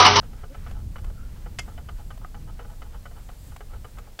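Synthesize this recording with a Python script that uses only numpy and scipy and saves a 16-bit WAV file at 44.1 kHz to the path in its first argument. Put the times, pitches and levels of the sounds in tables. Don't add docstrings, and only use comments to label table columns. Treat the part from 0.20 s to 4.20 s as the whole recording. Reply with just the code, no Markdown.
import sys
import numpy as np
from scipy import signal
from scipy.fft import rfft, irfft, next_fast_len
from scipy.io import wavfile
from scipy.ndimage import map_coordinates

SR = 44100
rng = np.random.default_rng(int(sys.argv[2]) if len(sys.argv) > 2 else 0)


def wav_out(sig):
    wavfile.write(sys.argv[1], SR, np.round(np.clip(np.atleast_2d(sig).T, -1, 1) * 32767).astype(np.int16))


N = 176400

# (frequency [Hz], level [dB])
WOOD_COLOUR = [(200, -18), (450, 6), (800, 0.5), (1400, 6.5), (2200, -9), (3200, -15), (5000, -25),
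               (9000, -43), (16000, -49)]


def amp(db):
    return 10 ** (np.asarray(db) / 20)


def unit(x):
    return x / np.sqrt(np.mean(x ** 2) + 1e-20)


def curve(rows):
    return np.interp(np.arange(N) / SR, *np.transpose(rows))


def wobble(rate):
    knots = rng.standard_normal(int(N * rate / SR) + 4)
    return map_coordinates(knots, [np.arange(N) * rate / SR])


def swell(middle_s, half_s):
    return np.exp(-.5 * ((np.arange(N) / SR - middle_s) / half_s) ** 2)


def decay(t, t60, hold_s=0):
    return np.exp(-np.log(1000) * np.maximum(t - hold_s, 0) / t60)


def filtered(x, response):
    size = next_fast_len(N + SR // 2)
    return irfft(rfft(x, size) * response(np.fft.rfftfreq(size, 1 / SR)), size)[..., :N]


def noise(spectrum, tilt_db=0):
    hz, db = np.transpose(spectrum)
    colour = np.interp(np.log(np.fft.rfftfreq(N, 1 / SR) + 1), np.log(hz), db + tilt_db * np.log2(hz))
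    return unit(irfft(rfft(rng.standard_normal(N)) * amp(colour), N))


def ring(modes, tilt_db=0, scatter_db=2.5, detune=.0082):
    t = np.arange(SR // 8) / SR
    hz, db, t60 = np.transpose(modes)[:, :, None]
    level = db + tilt_db * np.log2(hz / np.median(hz)) + scatter_db * rng.standard_normal(hz.shape)
    hz = hz * (1 + detune * rng.standard_normal(hz.shape))
    sign = np.sign(rng.standard_normal(hz.shape))
    return np.sum(sign * amp(level) * decay(t, t60) * np.sin(2 * np.pi * hz * t), axis=0)


def add(track, s, sound):
    part = track[int(s * SR):][:len(sound)]
    part += sound[:len(part)]


def contacts(events, modes, colour, crack_db, crack_t60):
    attack_s, chatter_s, chatter_db, touches = .00052, .009, -5.5, 4
    out, t = np.zeros(N), np.arange(SR // 8) / SR
    attack = 1 - np.exp(-t / attack_s)
    fade = decay(t, crack_t60, hold_s=chatter_s)
    for s, db, tilt_db in events:
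        crack = amp(crack_db) * fade * noise(colour, tilt_db)[:len(t)]
        add(out, s, amp(db) * attack * (ring(modes, tilt_db) + crack))
        for k in range(touches):
            touch_s = s + chatter_s * (k + rng.random()) / touches
            add(out, touch_s, amp(db + chatter_db) * ring(modes, tilt_db))
    return out


def wind(gain_db=1, buffet_db=.14):
    # (time [s], relative level [dB])
    gusts = [(0.0, -37), (0.1, -34), (0.36, -43), (0.38, -35.5), (0.62, -30.5), (0.71, -33), (2.04, -37),
             (2.09, -42), (2.17, -33), (2.43, -39.5), (3.14, -40), (3.16, -45), (3.29, -36), (3.41, -45.5),
             (3.54, -36.5), (3.71, -44.5), (3.78, -38), (4.0, -50.5)]
    # (frequency [Hz], level [dB])
    rumble = [(8, -14), (25, 2), (40, -2.5), (60, -6), (100, -12), (160, -20), (250, -27.5), (400, -40),
              (1000, -65), (4000, -107)]
    return amp(curve(gusts) + gain_db + buffet_db * wobble(12)) * noise(rumble)


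def paddock(air_db=-57.5, flutter_db=3.2):
    # (frequency [Hz], level [dB])
    air_colour = [(100, -3.5), (450, 2), (800, -2.5), (1500, -13), (2500, -12), (5000, -11), (8000, -13),
                  (10000, -14.5), (16000, -14.5)]
    # (time [s], level [dB])
    rustle_levels = [(0, -67), (.22, -59), (.5, -59.5), (.7, -69.5), (1.05, -61), (1.25, -65.5), (4, -66.5)]
    # (frequency [Hz], level [dB])
    rustle_colour = [(300, -16), (900, -4.5), (1600, -3.5), (2600, -9), (4500, -16.5), (9000, -24)]
    air = amp(air_db) * noise(air_colour)
    rustle = amp(curve(rustle_levels) + flutter_db * wobble(25.28)) * noise(rustle_colour)
    return air + rustle


def wide_hiss(level_db=-73):
    # (frequency [Hz], level [dB])
    colour = [(150, -31), (330, 2), (800, 2), (1400, -12), (4000, -4.5), (7500, -2.5), (12000, 4.5),
              (16000, 2)]
    return amp(level_db) * noise(colour)


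def wool(gain_db=-4):
    # (time [s], relative level [dB])
    drafting = [(0, -68), (.7, -65), (.8, -60.5), (1.1, -69), (1.45, -57.5), (1.65, -63), (1.8, -59),
                (2.1, -64), (2.42, -66), (2.5, -59.5), (2.75, -63), (3.0, -59.5), (3.08, -57.5),
                (3.17, -58), (3.28, -52), (3.36, -62), (3.5, -61.5), (3.72, -58), (3.85, -66), (4, -60)]
    # (frequency [Hz], level [dB])
    fibres = [(1500, -6), (3000, -6), (4600, -3), (5600, -10.5), (7600, 1), (9500, -5.5), (13000, -3.5),
              (16000, -8)]
    return amp(curve(drafting) + gain_db) * noise(fibres)


def flyer(gain_db=-10.5):
    # (time [s], relative level [dB], treble tilt [dB/octave])
    ticks = [(.029, -43, -5), (.131, -39.5, 1), (.234, -32, -1), (.345, -34, 0), (.464, -32, 4),
             (.758, -29.5, 3.5), (.782, -36, 4.5), (.899, -39.5, -1.5), (1.261, -36.5, -1.5),
             (1.478, -37, -1), (1.577, -32.5, 2.5), (1.687, -28.5, 4), (1.905, -32, 2.5),
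             (2.144, -32.5, 2.5), (2.392, -30.5, 1.5), (2.402, -37, 1), (2.447, -38.5, -3), (2.619, -31, 3),
             (2.855, -31, 2.5), (2.912, -41, 1), (3.089, -33, 2.5), (3.406, -31.5, 1), (3.534, -36, 2),
             (3.645, -31, 1.5), (3.771, -40, 1), (3.784, -34, 2), (3.869, -42.5, -4.5)]
    # (frequency [Hz], level [dB], t60 [s])
    frame = [(426.6, -11, 0.14), (474, -11, 0.22), (554, -9, 0.071), (715.4, -1.5, 0.048),
             (832, -8.5, 0.087), (1204, -9.5, 0.069), (1313, -2.5, 0.038), (1473, -7, 0.042),
             (1634, -27, 0.025), (2008, -13, 0.031), (2185, -10.5, 0.014), (2750, -22, 0.021),
             (2975, -11, 0.033), (3370, -21.5, 0.012)]
    return amp(gain_db) * contacts(ticks, frame, WOOD_COLOUR, crack_db=-5, crack_t60=.038)


def bobbin(touches_per_s=700, scrape_db=-6):
    # (middle [s], half length [s], level [dB])
    rattles = [(.035, 0.019, -54), (.18, 0.045, -61), (.37, .02, -61.5), (0.569, .03, -56),
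               (0.867, 0.025, -54.5), (1.171, 0.011, -55), (1.268, 0.0078, -51.5), (1.496, 0.023, -54),
               (1.601, 0.0084, -52.5), (1.804, 0.012, -51), (2.029, 0.018, -54), (2.176, 0.0067, -54),
               (2.293, 0.012, -51.5), (2.424, 0.012, -52), (2.515, 0.019, -50.5), (2.663, 0.014, -56.5),
               (2.752, 0.012, -49), (2.977, 0.015, -51), (3.322, 0.0069, -49.5), (3.551, .02, -53),
               (3.511, 0.008, -54), (3.685, 0.0076, -63)]
    # (frequency [Hz], level [dB], t60 [s])
    shaft = [(460, -9, 0.076), (555, -7.5, 0.062), (703, -1.5, 0.047), (833.5, -2, 0.068),
             (1014, -5.5, 0.017), (1300, -2, 0.031), (1440, -4.5, 0.023), (1970, -14.5, .02),
             (3020, -9.5, 0.016)]
    touches = (rng.random(N) < touches_per_s / SR) * rng.standard_normal(N)
    ringing = unit(signal.fftconvolve(touches, ring(shaft))[:N])
    scrape = amp(scrape_db) * noise(WOOD_COLOUR)
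    envelope = sum(amp(db) * swell(s, half_s) for s, half_s, db in rattles)
    return unit(ringing + scrape) * envelope


def hum(middle_s=.318, pitch_hz=275, rise_hz_per_s=1100):
    harmonics = [-48.5, -45.5]
    t = np.arange(N) / SR - middle_s
    cycles = pitch_hz * t + rise_hz_per_s * t ** 2 / 2
    tone = sum(amp(db) * np.sin(2 * np.pi * k * cycles) for k, db in enumerate(harmonics, 1))
    return swell(middle_s, half_s=.012) * tone


def snaps():
    # (time [s], level [dB], treble tilt [dB/octave])
    cues = [(.511, -47, -0.5), (.844, -45, 0), (1.975, -47, -.5), (3.363, -42.5, 1), (3.785, -46.5, 1)]
    # (frequency [Hz], level [dB])
    colour = [(250, -12), (700, 5.5), (1400, -4), (3200, -9), (4500, -14.5), (5700, -23), (7200, -13),
              (9500, -24), (15000, -21)]
    out, t = np.zeros(N), np.arange(SR // 8) / SR
    fade = decay(t, t60=.022, hold_s=.0048)
    for s, db, tilt_db in cues:
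        add(out, s, amp(db) * fade * noise(colour, tilt_db)[:len(t)])
    return out


def whine(centre_hz=1390, width_hz=170, level_db=-58.5):
    band = filtered(rng.standard_normal(N), lambda hz: 1 / (1 + ((hz - centre_hz) / width_hz * 2) ** 2))
    return amp(level_db) * swell(middle_s=1.015, half_s=.04) * unit(band)


def clicks(gain_db=-10):
    # (time [s], relative level [dB], treble tilt [dB/octave])
    cues = [(1.387, -21, 0.5), (3.9905, -26, -2)]
    # (frequency [Hz], level [dB], t60 [s])
    modes = [(452, -22, 0.061), (670, -10.5, 0.079), (1314, -12, 0.074), (1560, -2, 0.021),
             (2102, -4, 0.081), (2627, -7, 0.034), (3010, -4.5, 0.034), (3433, -2.5, 0.032),
             (4454, -3.5, 0.029), (5040, -7, .04), (5620, -19, .05), (6260, -10, 0.018), (6800, -15, 0.016),
             (7540, -12.5, .028)]
    # (frequency [Hz], level [dB])
    colour = [(200, -3), (500, 2), (3300, 0), (3900, -21), (4600, -4.5), (7500, -5), (8800, -16.5),
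              (10500, -13.5), (16000, -38)]
    return amp(gain_db) * contacts(cues, modes, colour, crack_db=.5, crack_t60=.027)


def treadle(knock_s=2.0475, gain_db=-38):
    # (frequency [Hz], level [dB], t60 [s])
    modes = [(746, 0, .045), (1020, -5, .02), (1240, 6, 0.028), (1480, -1.5, 0.02), (2070, -11, .018),
             (3280, -15, 0.013)]
    out = np.zeros(N)
    add(out, knock_s, amp(gain_db) * ring(modes))
    return out


def echo(x, level_db=-14, t60=.2):
    t = np.arange(SR // 3) / SR
    tail = rng.standard_normal(len(t)) * decay(t, t60)
    return amp(level_db) * signal.fftconvolve(x, tail / np.linalg.norm(tail))[:N]


def scene():
    near = flyer() + bobbin() + snaps() + clicks() + treadle()
    mid = wind() + paddock() + wool() + near + echo(near) + hum() + whine()
    side = wide_hiss()
    return np.array([mid + side, mid - side])


def record(dry):
    top_hz = 15800
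    return filtered(dry, lambda hz: hz < top_hz)


dry = scene()
out = record(dry)
wav_out(out)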